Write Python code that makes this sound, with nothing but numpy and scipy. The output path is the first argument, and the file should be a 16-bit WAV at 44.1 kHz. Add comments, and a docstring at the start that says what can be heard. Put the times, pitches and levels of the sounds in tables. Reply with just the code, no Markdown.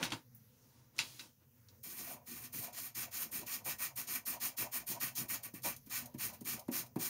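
"""In a quiet, humming room a hand shuffles and takes a pencil from a tin, whose tray clatters and snaps.
Then the soft pastel pencil scribbles back and forth on paper on a desk. Grains of pigment tear off and
ring the wooden shaft, the sheet and the desk top. The tip scuffs as it lands or leaves, and late strokes
begin with it tapping down. A mono phone microphone hears it all."""
import sys
import numpy as np
from scipy import signal
from scipy.fft import rfft, irfft
from scipy.io import wavfile
from scipy.ndimage import uniform_filter1d

SR = 44100
rng = np.random.default_rng(int(sys.argv[2]) if len(sys.argv) > 2 else 0)


def transcribe(signal):
    """Save signal, clipped to [-1, 1], as a 16-bit WAV file at the path in sys.argv[1]."""
    frames = np.atleast_2d(signal).T
    limited = np.clip(frames, -1, 1)
    pcm = np.round(limited * 32767).astype(np.int16)
    wavfile.write(sys.argv[1], SR, pcm)


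N = 312700


def undb(db):
    """Decibels to gain."""
    return 10 ** (np.asarray(db) / 20)


def unit_rms(x):
    """Scale to rms 1."""
    return x / np.sqrt(np.mean(x ** 2))


def unit_peak(x):
    """Scale to peak 1."""
    return x / np.abs(x).max()


def band(x, hz, width_hz):
    """One resonance, gain 1 at its centre."""
    q = hz / min(width_hz, 0.3 * SR)
    return signal.lfilter(*signal.iirpeak(min(hz, 0.4 * SR), q, fs=SR), x)


def ring(x, modes, twice=False):
    """A body's modes in alternating polarity; passing each twice darkens the valleys between them."""
    out = 0
    for k, (hz, width_hz, db) in enumerate(modes):
        mode = band(x, hz, width_hz)
        if twice:
            mode = band(mode, hz, width_hz)
        out = out + (-1) ** k * undb(db) * mode
    return out


def driven(force, gain, modes, twice=False):
    """Force under an envelope rings a body; gain 1 gives rms 1."""
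    return ring(force * gain, modes, twice) / np.std(ring(force, modes, twice))


def wander(rate_hz):
    """Random steps, smoothed twice; spread near 1."""
    hold = int(SR / rate_hz)
    steps = np.repeat(rng.standard_normal(N // hold + 1), hold)
    return 1.63 * uniform_filter1d(uniform_filter1d(steps, hold), hold)[:N]


def grit(count, spread_db):
    """Dense random micro-impacts: most alike, a few larger."""
    impacts = rng.standard_normal(count)
    size_db = spread_db * np.minimum(rng.exponential(size=count), 4)
    return unit_rms(impacts * undb(size_db))


# Each row: frequency in Hz, relative spectral density in dB.
AIR_SPECTRUM = [(30, -13), (60, -10), (124, 6.5), (165, -12), (245, -0.5), (290, -32), (500, -10.5),
                (620, -28), (1900, -28), (3500, -35), (6200, -24), (9000, -33), (12000, -22.5),
                (16000, -20)]

def room_air(level_db=-63):
    """Room noise and a wavering hum: half-octave bands that swell together and flicker alone."""
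    hz, db = np.transpose(AIR_SPECTRUM)
    bin_hz = np.maximum(np.arange(N // 2 + 1) * SR / N, 1)
    spectrum = rfft(rng.standard_normal(N)) * undb(np.interp(np.log(bin_hz), np.log(hz), db))
    swell_db = 2 * wander(2.66)
    out = np.zeros(N)
    for octave in np.arange(4.5, 14.6, 0.5):
        window = np.cos(np.pi * np.clip(np.log2(bin_hz) - octave, -0.5, 0.5)) ** 2
        out += irfft(spectrum * window, N) * undb(swell_db + 2.5 * wander(12))
    return unit_rms(out) * undb(level_db)


# Each row: frequency in Hz, width in Hz, gain in dB. Strokes and taps ring the desk too.
DESK_MODES = [(58, 7.5, -4), (115, 18.7, 1.5), (149, 28, 3.5), (243.6, 43, 2), (339.8, 33.4, 3),
              (414, 58, -7.5), (576, 36, -6.5), (758, 26, -11), (920, 150, -12)]
# Each row: time in seconds, rumble level in dB, hiss level in dB.
SHUFFLE_LEVELS = [(0, -52, -93), (0.039, -46.5, -46.5), (.1, -61.5, -92), (0.132, -48, -64),
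                  (.29, -99, -100), (.366, -89.5, -88), (.792, -77.5, -79.5), (.92, -84.5, -97),
                  (.996, -59, -59), (1.182, -77, -65.5), (1.198, -67.5, -60), (1.26, -69, -69),
                  (1.362, -100, -94), (1.432, -76.5, -105), (1.474, -100, -105), (1.588, -82, -105),
                  (1.634, -90, -92), (1.748, -78, -92), (1.8, -89, -105)]

def hand_shuffle(sheen_db=-4):
    """Skin and cloth drag over tray and desk: a dull rumble, a soft hiss and a bright sheen."""
    times_s, *levels_db = np.transpose(SHUFFLE_LEVELS)
    t = np.arange(N) / SR
    rumble_db, hiss_db = (np.interp(t, times_s, db) for db in levels_db)
    friction = grit(N, 1.3) * (t < times_s[-1])
    rumble = unit_rms(ring(friction, DESK_MODES) + undb(-10) * band(friction, 850, 1370))
    hiss = unit_rms(band(band(friction, 6200, 12000), 4700, 13500))
    sheen = unit_rms(band(band(friction, 15800, 9000), 15800, 9000))
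    return undb(rumble_db) * rumble + undb(hiss_db) * (hiss + undb(sheen_db) * sheen)


# Each row: frequency in Hz, width in Hz, gain in dB.
TIN_MODES = [(877, 38, 4), (1550, 40, 4.5), (2370, 29, -12), (2715, 200, 1), (3370, 25, -13), (3880, 63, 3),
             (4440, 38, -10), (4850, 47, -1), (5410, 36, -12), (5710, 29, -7), (6200, 62, -12),
             (7140, 38, 3)]
# Each row: start in seconds, peak in dB, centre in Hz, rattle T60 in seconds, rattle re crack in dB.
TIN_KNOCKS = [(0.0278, -21.5, 2670, .19, -9.5), (0.053, -34, 4430, 0.087, -3),
              (.104, -36.5, 3790, 0.089, -7), (0.1204, -26, 2540, 0.065, 5), (.1339, -31, 1290, 0.049, -23),
              (.3486, -40, 15600, 0.14, -4), (.9646, -49, 6400, .14, -10), (0.983, -31.5, 5130, .12, -11.5),
              (0.9896, -20, 3470, 0.18, -12.5), (1.194, -37.5, 3200, 0.11, -7),
              (1.686, -49, 5100, 0.092, -9.5)]

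def tin_knocks(crack_s=0.0011, width_hz=5500):
    """A sharp crack, then the thin tray and loose pencils rattle out in their modes."""
    out = np.zeros(N)
    t = np.arange(SR // 2) / SR
    for start_s, peak_db, hz, t60_s, rattle_db in TIN_KNOCKS:
        hits = grit(len(t), 3.4) * (np.exp(-t / crack_s) + undb(rattle_db - 60 * t / t60_s))
        body = hits + undb(7) * ring(hits, TIN_MODES)
        knock = band(band(body, hz, width_hz), hz, width_hz) + undb(-29.5) * hits
        add(out, start_s, undb(peak_db) * unit_peak(knock))
    return out


# The pencil's high rings, its lower bending modes, and the paper over its air cushion.
# Each row: frequency in Hz, width in Hz, gain in dB.
TIP_MODES = [(3144, 650, -12.5), (4400, 1210, -7), (5286, 540, -6), (6190, 1540, -5.5), (7070, 1480, -6.5),
             (8980, 970, 0.5), (10460, 530, -7), (11800, 1570, 0.5), (14950, 2000, 1.5), (15370, 710, -12)]
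SHAFT_MODES = [(1160, 485, -5.5), (1519, 87, -5.5), (1841, 386, -2.5), (2357, 244, -2), (2644, 320, -4.5)]
SHEET_MODES = [(584, 96, 8), (709, 137, 5.5), (916, 370, 2), (976, 41, 11)]
# Kinds: out, back, with a jolt, lone after a lift, a mere touch. Each row: break-away speed in dB,
# shaft share in dB, desk share in dB, drumming peak time over (push + slowing), slowing in seconds.
STROKE_KINDS = {"out": (-6.5, -10.5, -12.5, 0.86, 0.0642), "back": (-9.5, -9.5, -17, 1.2, .056),
                "jolt": (-6, -8.5, -13, 0.2, 0.0554), "lone": (-11, -10.5, -17, 1.12, 0.0643),
                "touch": (-6, -9, -19.5, 2, 0.04)}
# Each row: start in seconds, full-speed level in dB, speed-up in seconds, whole push in seconds,
# paper drumming in dB, kind.
PENCIL_STROKES = [(1.83, -48.5, 0.013, 0.29, -4, "out"), (2.258, -50, 0.021, .19, -22, "back"),
                  (2.524, -44, 0.032, 0.12, -8, "out"), (2.726, -45.5, 0.072, 0.14, -30.5, "back"),
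                  (2.947, -40.5, 0.047, 0.071, -13, "out"), (3.111, -42.5, 0.043, .12, -34, "back"),
                  (3.313, -40.5, 0.049, 0.066, -14, "out"), (3.462, -42, 0.043, 0.085, -19, "back"),
                  (3.645, -40, 0.035, 0.06, -10, "jolt"), (3.783, -38.5, .063, 0.063, -28, "back"),
                  (3.957, -39.5, 0.023, 0.041, -42, "out"), (4.07, -39, 0.077, 0.083, -34, "back"),
                  (4.254, -39, .033, 0.054, -14.5, "out"), (4.399, -38.5, 0.044, 0.069, -22, "back"),
                  (4.569, -37.5, 0.025, 0.047, -6.5, "out"), (4.715, -38.5, 0.032, 0.054, -36, "back"),
                  (4.865, -38.5, 0.027, 0.043, -9.5, "out"), (4.999, -38, 0.026, 0.059, -45, "back"),
                  (5.15, -40, 0.037, 0.047, -19, "out"), (5.283, -39, 0.025, 0.055, -32, "back"),
                  (5.429, -47, .011, 0.027, -37, "touch"), (5.536, -51.5, 0.0053, 0.027, -26, "touch"),
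                  (5.631, -39.5, 0.022, 0.06, -4, "jolt"), (5.86, -59, .003, 0.0027, -26, "touch"),
                  (5.895, -40, 0.065, 0.087, -11.5, "lone"), (6.18, -39, 0.063, 0.074, -11, "lone"),
                  (6.329, -51, 0.0074, 0.007, -26, "touch"), (6.445, -38.5, 0.056, 0.075, -10.5, "lone"),
                  (6.712, -38, 0.04, 0.068, -17.5, "lone"), (6.988, -39, 0.037, 0.071, -4, "lone")]

def pencil_strokes(creep_s=0.007, usual_db=-41, drum_width=0.24, drag_db=-21):
    """The tip creeps, breaks free, speeds up and slows; its grains ring tip, shaft, sheet and desk."""
    sheen_gain, tip_gain, shaft_gain, desk_gain, sheet_gain = np.zeros((5, N))
    t = np.arange(SR // 2) / SR - creep_s
    for start_s, db, rise_s, push_s, drum_db, kind in PENCIL_STROKES:
        break_db, shaft_db, desk_db, drum_at, slow_s = STROKE_KINDS[kind]
        desk_db += 0.36 * (usual_db - db)  # the desk keeps a larger share of quiet strokes
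        speed_db = break_db * np.clip(1 - t / rise_s, 0, 1) ** 2
        speed_db -= 20 * np.clip((t - push_s) / slow_s, 0, 9) ** 1.5
        # A slower tip sounds duller; a larger body takes up the motion later.
        sheen_level = undb(db + 1.31 * speed_db)
        tip_level = undb(db + 0.99 * speed_db)
        shaft_level = undb(db + shaft_db + 0.79 * speed_db)
        desk_level = undb(db + desk_db + 0.63 * speed_db)
        buckling = np.exp(-((t / (push_s + slow_s) - drum_at) / drum_width) ** 2)
        sheet_level = buckling * undb(db + drum_db + 0.18 * speed_db)
        sheet_level += undb(db + drag_db + 0.35 * speed_db)
        for gain, level, wake_s in ((sheen_gain, sheen_level, 0.011), (tip_gain, tip_level, 0.012),
                                    (shaft_gain, shaft_level, 0.022), (desk_gain, desk_level, 0.03),
                                    (sheet_gain, sheet_level, 0.03)):
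            grip = np.clip((t + creep_s) / wake_s, 0, 1) ** 2
            add(gain, start_s - creep_s, grip * level)
    # The paper's tooth makes the drag uneven.
    grains = grit(N, 1.9) * undb(wander(60) + 0.64 * wander(400))
    sheen = driven(grains, sheen_gain, TIP_MODES[5:], twice=True)
    tip = driven(-grains, tip_gain * undb(1.2 * wander(40)), TIP_MODES[:5], twice=True)
    shaft = driven(grains, shaft_gain * undb(1.1 * wander(25)), SHAFT_MODES, twice=True)
    sheet = driven(grains, sheet_gain * undb(2.4 * wander(80)), SHEET_MODES, twice=True)
    # The heavy desk answers unevenly, with its low modes only.
    desk_gain = uniform_filter1d(desk_gain, SR // 50) * undb(3 * wander(25))
    desk = driven(grains, desk_gain, DESK_MODES[:6])
    pencil = undb(-0.66) * sheen + undb(-7.5) * tip + undb(-1.1) * shaft
    return pencil + undb(-4) * sheet + undb(-3) * desk


# Each row: start in seconds, level in dB.
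TIP_SCUFFS = [(2.107, -62), (5.619, -49), (5.7624, -44), (6.056, -41.5), (6.14, -50.5), (6.4074, -45.5),
              (6.592, -40), (6.68, -49), (6.861, -50), (6.958, -44)]

def tip_scuffs(rise_s=0.0039, decay_s=0.0065):
    """The tip grazes the paper as it lands or leaves, ringing the pencil."""
    out = np.zeros(N)
    t = np.arange(SR // 10) / SR
    envelope = np.clip(t / rise_s, 0, 1) * np.exp(-t / decay_s)
    for start_s, db in TIP_SCUFFS:
        graze = unit_rms(ring(grit(len(t), 3.2), TIP_MODES, twice=True))
        add(out, start_s, undb(db) * graze * envelope)
    return out


# Each row: start in seconds, thud peak in dB.
TIP_TAPS = [(4, -57), (4.897, -45.5), (5.536, -40), (5.867, -50.5), (6.143, -36), (6.411, -40),
            (6.684, -28), (6.96, -26)]

def tip_taps(judder_s=0.03, tick_s=0.0056, tick_db=-19.5):
    """The landing tip pushes the desk, more briefly when harder, and judders; shaft and sheet tick."""
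    out = np.zeros(N)
    t = np.arange(SR // 4) / SR
    for start_s, db in TIP_TAPS:
        contact_s = 0.00057 * undb(-0.4 * (db + 41))
        push = (t / contact_s) ** 2 * np.exp(-t / contact_s)
        bounces = rng.standard_normal(len(t)) * np.exp(-t / judder_s)
        judder = np.convolve(bounces, push[:SR // 50])[:len(t)]
        # A small spot of the board radiates its change of motion, so deep bass stays weak.
        thud = np.gradient(ring(push + undb(-30.5) * judder, DESK_MODES[2:]))
        burst = rng.standard_normal(len(t)) * t * np.exp(-t / tick_s)
        tick = ring(burst, SHAFT_MODES + SHEET_MODES)
        add(out, start_s, undb(db) * (unit_peak(thud) + undb(tick_db) * unit_peak(tick)))
    return out


def add(out, start_s, x):
    """Mix x into out from start_s."""
    i = max(int(start_s * SR), 0)
    out[i:i + len(x)] += x[:N - i]


ROOM_T60_S, ROOM_GAP_S, ROOM_DB = 0.13, 0.004, -8

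def scene():
    """Desk sounds with a small room's short tail, over the room noise."""
    near = pencil_strokes() + tip_taps() + tip_scuffs() + tin_knocks() + hand_shuffle()
    t = np.arange(SR // 3) / SR
    tail = rng.standard_normal(len(t)) * undb(-60 * t / ROOM_T60_S) * (t > ROOM_GAP_S)
    reverb = signal.fftconvolve(near, tail / np.linalg.norm(tail))[:N]
    mono = near + undb(ROOM_DB) * reverb + room_air()
    return np.array([mono, mono])


LOW_CUT_HZ, HIGH_CUT_HZ = 50, 15720
PORT_HZ, PORT_WIDTH_HZ, PORT_DEPTH = 7750, 900, 0.62

def record(dry):
    """The phone drops the deep bass, dips at its port's notch and cuts the top."""
    thinned = signal.sosfilt(signal.butter(2, LOW_CUT_HZ, "high", fs=SR, output="sos"), dry)
    notched = thinned - PORT_DEPTH * band(thinned, PORT_HZ, PORT_WIDTH_HZ)
    return signal.sosfilt(signal.ellip(12, 0.2, 70, HIGH_CUT_HZ, fs=SR, output="sos"), notched)


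dry = scene()
out = record(dry)
transcribe(out)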